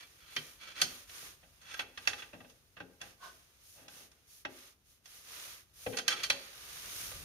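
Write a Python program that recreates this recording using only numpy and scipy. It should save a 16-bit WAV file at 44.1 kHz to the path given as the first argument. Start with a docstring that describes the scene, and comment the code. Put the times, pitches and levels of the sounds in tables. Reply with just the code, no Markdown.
"""Prying under a car

In a garage, a pry bar is worked by hand against a drive-shaft coupling. Its steel tip scrapes, slips
and clanks, making the metal ring. Dull bumps come from the underbody, cloth and hands, and the garage
echoes briefly. Jacket sleeves swish right beside the microphone as the arms move."""
import sys
import numpy as np
from scipy import signal
from scipy.fft import rfft, irfft
from scipy.io import wavfile

SR = 44100
rng = np.random.default_rng(int(sys.argv[2]) if len(sys.argv) > 2 else 0)


def digitize_waveform(pressure):
    """Quantize a signal to 16-bit integers and store it at the path in sys.argv[1].

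    Rows of a 2-D input are taken as channels; values are limited to [-1, 1].
    """
    field = np.atleast_2d(pressure).T
    bounded = np.clip(field, -1, 1)
    quanta = np.round(bounded * 32767).astype(np.int16)
    wavfile.write(sys.argv[1], SR, quanta)


N = 319284
TIME = np.arange(N) / SR
BAND_EDGES_HZ = np.geomspace(22, 17000, 24)
BAND_HZ = np.sqrt(BAND_EDGES_HZ[1:] * BAND_EDGES_HZ[:-1])

# Levels in all tables are relative: the functions add their own gains.
# The tip hits the coupling. Each row: start in seconds, level near 2 kHz in dB,
# crack near 6 kHz in dB above that level, length in milliseconds.
TIP_CLANKS = [(0.363, -27.5, -10.5, 6), (0.815, -25, 3, 6.5), (1.094, -48.5, -8, 5), (1.612, -62.5, -2, 15),
              (1.7922, -27.5, -23.5, 5.2), (1.973, -40, -14.5, 11), (2.053, -48.5, -21, 3.5),
              (2.073, -21.5, -8.5, 4.1), (2.131, -36, -20, 6.5), (2.218, -44, -21, 17),
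              (2.495, -61.5, -1.5, 15), (3.014, -41.5, -4.5, 4.5), (3.881, -47.5, -8.5, 5.8),
              (4.116, -61, -3, 4.5), (5.055, -56, 0, 10.6), (5.968, -37, -1, 12), (5.983, -34, -6, 14),
              (6.079, -23.5, -1.5, 6), (6.231, -36, 0, 18.6), (6.299, -21.5, -7.5, 7.1)]
# Dull bumps and low rubs: the bar on the underbody, and cloth or hands near the microphone.
# Each row: start in seconds, level near 500 Hz in dB, ring near 2 kHz in dB above that level,
# length in milliseconds.
DULL_BUMPS = [(1.226, -57, -19, 7), (1.425, -69.5, 6, 25), (2.327, -51.5, 0, 26), (2.402, -57, 3, 12.4),
              (2.443, -61.5, 2, 13), (2.764, -61.5, 10.5, 22), (2.799, -49.5, 4.5, 16),
              (3.001, -59, 5.5, 48), (4.449, -44.5, 9.5, 8.5), (5.862, -34, -5, 11), (5.92, -59, 12.5, 43),
              (7.114, -52, 3, 6.1)]
LOW_RUBS = [(3.744, -66, 0.5, 167), (3.93, -71, 2, 110)]
# The tone of every hit. 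Each row: frequency in Hz, level in dB.
HIT_TONE = [(30, -20.5), (110, 3.5), (300, -1), (600, 6), (1000, -4.5), (2000, -3.5), (4000, -1.5),
            (6300, -7), (8500, -10.5), (12000, -17), (16000, -62)]
# How bar and coupling ring together. Each row: pitch in Hz, width in Hz,
# level in dB with the tip loose, level in dB with it seated.
STEEL_RINGS = [(351, 38, -1.5, -24.5), (406, 13, -0.5, 0), (507, 110, -5.5, -12.5), (821, 26, 0, 9.5),
               (1193, 23, -23, -1), (1559, 74, 3, 7), (1936, 41, 0, -1), (2357, 91, 5.5, -2.5),
               (2675, 52, -2.5, 3), (3130, 54, 10, -2.5), (3381, 51, -0.5, 2), (4064, 72, 8.5, -4.5),
               (4477, 74, 8.5, -2.5), (5510, 120, 4.5, 8.5), (6440, 150, -3, 6), (8730, 67, -15.5, 9),
               (10020, 41, -4, 6.5)]
# How deep the tip sits. Each row: time in seconds, depth from 0 (loose) to 1 (seated).
TIP_DEPTH = [(0.37, 0.23), (0.82, 0.39), (1.8, 0.74), (2.0, 1), (4.4, 1), (5.86, 0.5), (6.0, 0.64),
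             (6.3, 0.2)]
# The tip drags until it lets go. Each row: peak time in seconds, level in dB, rise in seconds.
TIP_SCRAPES = [(0.032, -54, 0.11), (0.35, -54, 0.081), (0.633, -49, 0.021), (0.70, -48.5, 0.033),
               (0.808, -39, .033), (1.70, -47.5, 0.038), (1.738, -46.5, .015), (1.794, -46.5, 0.023),
               (2.188, -47.5, 0.0069), (6.121, -35, 0.024), (6.21, -45.5, .06)]
# The notes of the dragged bar. Each row: pitch in Hz, width in Hz, level in dB.
SINGING_NOTES = [(1322, 40, 7), (2308, 45, 6), (3392, 31, 5)]
# The bar slips free. Each row: start in seconds, level in dB.
BAR_RELEASES = [(6.302, -51)]
# The notes of the free bar. Each row: pitch in Hz, level in dB, seconds to fade by 60 dB.
FREE_BAR_NOTES = [(560, -3, 0.67), (2525, 0, 0.16), (3470, 4, 0.43), (4150, -1, 0.72), (4500, 3.5, 0.66)]
# Slips jolt the drive shaft. Each row: start in seconds, level in dB.
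SHAFT_JOLTS = [(0.363, -55), (0.817, -55)]
# The low notes of the shaft. Each row: pitch in Hz, width in Hz (wider dies sooner).
SHAFT_NOTES = [(112, 18), (152, 13), (245, 21), (390, 21)]
# The rings of the rubbed grip. Each row: pitch in Hz, width in Hz, level in dB.
GRIP_RINGS = [(740, 70, -7), (1082, 40, 7), (1190, 78, -6), (1485, 55, 4), (2720, 2900, -15)]
# Sleeve strokes. Each row: start in seconds, length in seconds, hiss in dB,
# fuller low part in dB above the hiss.
SLEEVE_SWISHES = [(0.27, 0.33, -53.5, -2.5), (0.762, 0.32, -50, -1.5), (1.057, 0.32, -49, -1),
                  (1.94, .4, -59, 6), (2.992, .17, -60.5, 3), (3.172, 0.32, -62.5, -4),
                  (3.584, 0.32, -56, -17), (3.866, 0.24, -53, -4.5), (4.258, 0.2, -55, -14),
                  (4.473, .29, -56, -1), (4.834, 0.17, -64, -9), (5.031, 0.27, -54, -4.5),
                  (5.217, 0.44, -47.5, -1.5), (5.728, 0.34, -49.5, -8.5), (6.048, 0.77, -55, 3),
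                  (6.497, 0.92, -47, -1.5), (6.87, 0.31, -43, -12.5)]
# Faint rustle, and air pushed at the microphone. Each row: time in seconds, level in dB.
RUSTLE_LEVEL = [(0, -64), (1.55, -70.5), (2.5, -68.5), (2.65, -77.5), (3.55, -69), (4.2, -71.5), (4.8, -78),
                (7.24, -71.5)]
WIND_LEVEL = [(0, -78), (.9, -74), (2.5, -75), (3.3, -78.5), (4.1, -92.5), (4.7, -104.5), (5.4, -78.5),
              (6.5, -77), (7.24, -57)]
# The tones of cloth, pushed air, the quiet room and its echo. Each row: frequency in Hz, level in dB.
CLOTH_TONE = [(100, -10.5), (200, -11.5), (400, 0.5), (900, -2.5), (1300, 4), (2000, 4), (3200, 5.5),
              (4500, 2), (6300, 3), (8500, -2), (11000, 0.5), (15500, -8)]
WIND_TONE = [(22, -30), (35, -1), (50, 0.5), (80, -0.5), (130, -5.5), (250, -18.5), (600, -26.5)]
ROOM_TONE = [(25, -10.5), (60, 8.5), (200, -5), (450, -9), (1000, -15.5), (5000, -23), (15000, -21.5)]
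ECHO_TONE = [(60, -9.5), (250, 6), (500, -2.5), (1000, -12), (3000, -15), (12000, -8)]
# How long the garage echoes. Each row: frequency in Hz, seconds to fade by 60 dB.
ECHO_FADE = [(100, 0.28), (500, 0.53), (2000, 0.57), (6000, 0.27), (14000, 0.077)]
# How alike left and right are for near and far sounds. Each row: frequency in Hz,
# likeness (0 is unrelated, 1 or more is almost the same, below 0 is partly opposite).
NEAR_STEREO = [(60, 1.1), (290, 0.66), (640, 0.26), (1400, 0.03), (3000, -0.21), (7000, 0)]
FAR_STEREO = [(100, 0.93), (500, 0.7), (1500, 0.11), (4000, 0.2), (10000, 0.05)]
# The microphone's balance. Each row: frequency in Hz, left level in dB above the right.
MIC_BALANCE = [(60, 5.5), (250, 3.5), (700, 2.5), (1400, -2), (2800, -2.5), (5000, -4.5), (6600, -9),
               (9000, 8), (15000, -3)]


def hits(bands, force_db, bass_lag_s, settle_db, settle_s, rise_share):
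    """Rough surfaces chatter briefly at each clank, bump or rub, then settle more quietly."""
    # Clanks carry only a weak thud, and bumps only a little crack.
    clanks = [(s, db - 23, db, db + crack, ms) for s, db, crack, ms in TIP_CLANKS]
    bumps = [(s, db, db + ring, db + ring - 29.5, ms) for s, db, ring, ms in DULL_BUMPS + LOW_RUBS]
    power = np.zeros((len(BAND_HZ), N))
    t = TIME[:SR * 2 // 3]
    for start_s, thud_db, clank_db, crack_db, length_ms in clanks + bumps:
        rise_s, fall_s = np.array([rise_share, 1 - rise_share]) * length_ms / 1000
        chatter = np.exp(-2 * np.maximum(t - rise_s, 0) / fall_s)
        settling = from_db(settle_db) ** 2 * np.exp(-2 * t / settle_s)
        shape = np.minimum(t / rise_s, 1) ** 2 * (chatter + settling)
        tone_db = at_hz([(450, thud_db), (1400, clank_db), (3000, clank_db), (5500, crack_db)], BAND_HZ)
        start = int(start_s * SR)
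        power[:, start:start + len(t)] += np.outer(from_db(tone_db) ** 2, shape)[:, :N - start]
    force = np.zeros((2, N))
    for band, hz, band_power in zip(bands, BAND_HZ, power):
        lag = int(bass_lag_s * SR / (1 + (hz / 300) ** 2))   # the heavy underbody follows late
        force += band * np.roll(np.sqrt(band_power), lag) * from_db(at_hz(HIT_TONE, hz))
    return from_db(force_db) * force


def ringing_steel(force, dull_db, ring_db):
    """A few clear notes stand out of a dull clatter; the depth of the tip sets how strong each is."""
    depth, rings = in_time(TIP_DEPTH), 0
    for k, (hz, width, loose_db, seated_db) in enumerate(STEEL_RINGS):
        drive = (1 - depth) * from_db(loose_db) + depth * from_db(seated_db)
        rings += (-1) ** k * resonate(force * drive, hz, width)
    return from_db(dull_db) * force + from_db(ring_db) * rings


def scraping_tip(bands, level_db, slip_db, grain_db, let_go_s):
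    """The tip sticks and slips over finely rough steel, pressing harder until it lets go."""
    power = sum((from_db(db) * swell(s, rise_s, let_go_s)) ** 2 for s, db, rise_s in TIP_SCRAPES)
    tone = [(100, -15), (800, -7.5), (1300, 2.5), (3200, 1.5), (6000, -8), (9000, -10.5), (15000, -23)]
    roughness = from_db(level_db + slip_db * drift(90) + grain_db * drift(750))
    return np.sqrt(power) * shaped_noise(bands, tone) * roughness


def singing_bar(friction):
    """Scraping makes the bar bend and sing at a few of its own notes."""
    return friction + sum(from_db(db) * resonate(friction, hz, width) for hz, width, db in SINGING_NOTES)


def free_bar():
    """Once off the coupling, the bar rings longer, out of step between left and right."""
    ring = np.zeros((2, N))
    for start_s, release_db in BAR_RELEASES:
        t = np.maximum(TIME - start_s, 0)
        for hz, db, fade_s in FREE_BAR_NOTES:
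            phase = rng.uniform(0, 2 * np.pi, (2, 1))
            fade = (t > 0) * from_db(-60 * np.minimum(t / fade_s, 2))
            ring += from_db(release_db + db) * fade * np.sin(2 * np.pi * hz * t + phase)
    return ring


def booming_shaft():
    """The heavy shaft takes up a blow slowly and booms."""
    boom = np.zeros(N)
    for start_s, db in SHAFT_JOLTS:
        t = np.clip(TIME - start_s, 0, 1)
        for hz, width in SHAFT_NOTES:
            age = np.pi * width * t
            note = np.sin(2 * np.pi * hz * t + rng.uniform(0, 2 * np.pi))
            boom += from_db(db) * age * np.exp(1 - age) * note
    return boom


def rubbing_grip(bands, level_db, grain_db):
    """The grip gives one dull rub: soft, grainy friction stirs a few rings."""
    friction = bands.sum(axis=0) * from_db(grain_db * drift(300))
    rings = sum(from_db(db) * resonate(friction, hz, width) for hz, width, db in GRIP_RINGS)
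    return from_db(level_db) * swell(peak_s=3.245, rise_s=0.021, fall_s=0.044) * unit_level(rings)


def squeaking_tip(hz, width_hz, level_db):
    """Dry steel chatters at one unsteady, very high pitch as the tip slides home."""
    whistle = unit_level(resonate(rng.standard_normal((2, N)), hz, width_hz))
    return from_db(level_db) * swell(peak_s=1.785, rise_s=0.03, fall_s=0.025) * whistle


def arm_swing(start_s, length_s):
    """An arm starts from rest, reaches top speed (1) a little before halfway and stops again."""
    progress = np.clip((TIME - start_s) / length_s, 0, 1)
    return np.abs(np.sin(np.pi * progress ** 0.86)) ** 1.09


def sleeves(bands, hiss_db, body_db, weave_db, wind_db):
    """Cloth slides on cloth: a high hiss, a fuller body below it and a little wind on the microphone."""
    hiss_power = from_db(in_time(RUSTLE_LEVEL)) ** 2
    body_power = hiss_power.copy()
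    for start_s, length_s, db, fullness_db in SLEEVE_SWISHES:
        power = (from_db(db) * arm_swing(start_s, length_s)) ** 2
        hiss_power += power
        body_power += power * from_db(fullness_db) ** 2
    tone = from_db(at_hz(CLOTH_TONE, BAND_HZ))
    treble_share = 1 / (1 + (5000 / BAND_HZ) ** 3)
    hiss = from_db(hiss_db) * np.sqrt(hiss_power) * np.tensordot(tone * treble_share, bands, 1)
    body = from_db(body_db) * np.sqrt(body_power) * np.tensordot(tone * (1 - treble_share), bands, 1)
    wind = from_db(in_time(WIND_LEVEL) + wind_db) * shaped_noise(bands, WIND_TONE)
    return (hiss + body) * from_db(weave_db * drift(250)) + wind


def narrow_gap(sound, hz, width_hz, ring_db):
    """The narrow space between the arms and the car's floor boosts one pitch."""
    return sound + from_db(ring_db) * resonate(sound, hz, width_hz)


def garage_echo(sound, build_s):
    """Many echoes blend, build up and die away, the highest pitches first."""
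    t = TIME[:SR * 2 // 3]
    echo = 0
    for band, hz, width in zip(noise_bands(FAR_STEREO, len(t)), BAND_HZ, np.diff(BAND_EDGES_HZ)):
        build = 1 - np.exp(-(t / build_s) ** 2)
        fade = from_db(-60 * t / at_hz(ECHO_FADE, hz))
        gain = np.sqrt(2 * width / SR / len(t)) * from_db(at_hz(ECHO_TONE, hz))
        echo += gain * unit_level(band * build * fade)
    mono = sound.sum(axis=0, keepdims=True) / np.sqrt(2)
    return signal.fftconvolve(mono, echo, axes=1)[:, :N]


def room_air(bands, level_db):
    """The quiet garage is a steady low rumble with a faint hiss."""
    return from_db(level_db) * shaped_noise(bands, ROOM_TONE)


def from_db(db):
    """Turn decibels into a number to multiply by."""
    return 10 ** (np.asarray(db) / 20)


def unit_level(sound):
    """Scale a sound so its average (rms) level is 1."""
    return sound / np.sqrt(np.mean(sound ** 2) + 1e-20)


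def in_time(rows):
    """Join (seconds, value) points into a curve with a value at every sample."""
    return np.interp(TIME, *np.transpose(rows))


def at_hz(rows, hz):
    """Read between (Hz, value) points, with octaves evenly spaced."""
    freqs, values = np.transpose(rows)
    return np.interp(np.log(hz), np.log(freqs), values)


def swell(peak_s, rise_s, fall_s):
    """A hand speeds up and slows down smoothly: a bell shape that peaks at 1."""
    distance = (TIME - peak_s) / np.where(TIME < peak_s, rise_s, fall_s)
    return np.exp(-np.minimum(distance ** 2, 60) / 2)


def drift(rate_hz):
    """A random wobble, about 1 in size."""
    points = rng.standard_normal(N // 20)
    return np.interp(TIME * rate_hz, np.arange(len(points)), points)


def resonate(sound, hz, width_hz):
    """Keep the sound near one pitch; a smaller width rings longer."""
    decay = np.exp(-np.pi * width_hz / SR)
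    feed = np.array([1, 0, -1]) * (1 - decay ** 2) / 2
    feedback = [1, -2 * decay * np.cos(2 * np.pi * hz / SR), decay ** 2]
    return signal.lfilter(feed, feedback, sound + 1e-18)


def noise_bands(stereo, size=N):
    """Split white noise into bands from low to high, each with a left and a right side."""
    white, bands = rng.standard_normal((2, 2, size)), []
    for k, hz in enumerate(BAND_HZ):
        band_filter = signal.butter(2, BAND_EDGES_HZ[k:k + 2], "band", fs=SR, output="sos")
        mid, side = signal.sosfilt(band_filter, white[k % 2])
        alike = np.clip(at_hz(stereo, hz), -.99, .99)
        mid, side = np.sqrt((1 + alike) / 2) * mid, np.sqrt((1 - alike) / 2) * side
        bands.append([mid + side, mid - side])
    return np.array(bands)


def shaped_noise(bands, tone):
    """Mix noise bands to follow a tone of (Hz, dB) points, at an average level of 1."""
    return unit_level(np.tensordot(from_db(at_hz(tone, BAND_HZ)), bands, 1))


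def scene():
    """Mix the steel work and its echo with the close sleeves and the quiet room."""
    far, near = noise_bands(FAR_STEREO), noise_bands(NEAR_STEREO)
    force = hits(far, force_db=13, bass_lag_s=0.0064, settle_db=-10.5, settle_s=0.019, rise_share=0.29)
    friction = singing_bar(scraping_tip(far, level_db=-4, slip_db=3, grain_db=2.5, let_go_s=0.017))
    work = ringing_steel(force + friction, dull_db=-1, ring_db=4.5) + free_bar()
    work += rubbing_grip(far, level_db=-48.5, grain_db=0.5)
    work += squeaking_tip(hz=13100, width_hz=120, level_db=-61)
    cloth = sleeves(near, hiss_db=1.5, body_db=1, weave_db=1, wind_db=3)
    cloth = narrow_gap(cloth, hz=1198, width_hz=34, ring_db=1.5)
    echo = garage_echo(work, build_s=0.0058)
    return work + echo + booming_shaft() + cloth + room_air(far, level_db=-73.5)


def record(dry):
    """Each microphone opening has its own tone and a treble dip; the deep bass and the top are cut."""
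    balance_db = at_hz(MIC_BALANCE, np.maximum(np.fft.rfftfreq(N, 1 / SR), 1))
    sound = irfft(rfft(dry) * from_db(np.array([balance_db, -balance_db]) / 2), N)
    sound -= 0.55 * resonate(sound, hz=7300, width_hz=600)
    sound -= 0.55 * resonate(sound, hz=7900, width_hz=700)
    bass_cut = signal.butter(4, 34, "high", fs=SR, output="sos")
    top_cut = signal.ellip(10, .1, 80, 15480, fs=SR, output="sos")
    return signal.sosfilt(top_cut, signal.sosfilt(bass_cut, sound))


dry = scene()
out = record(dry)
digitize_waveform(out)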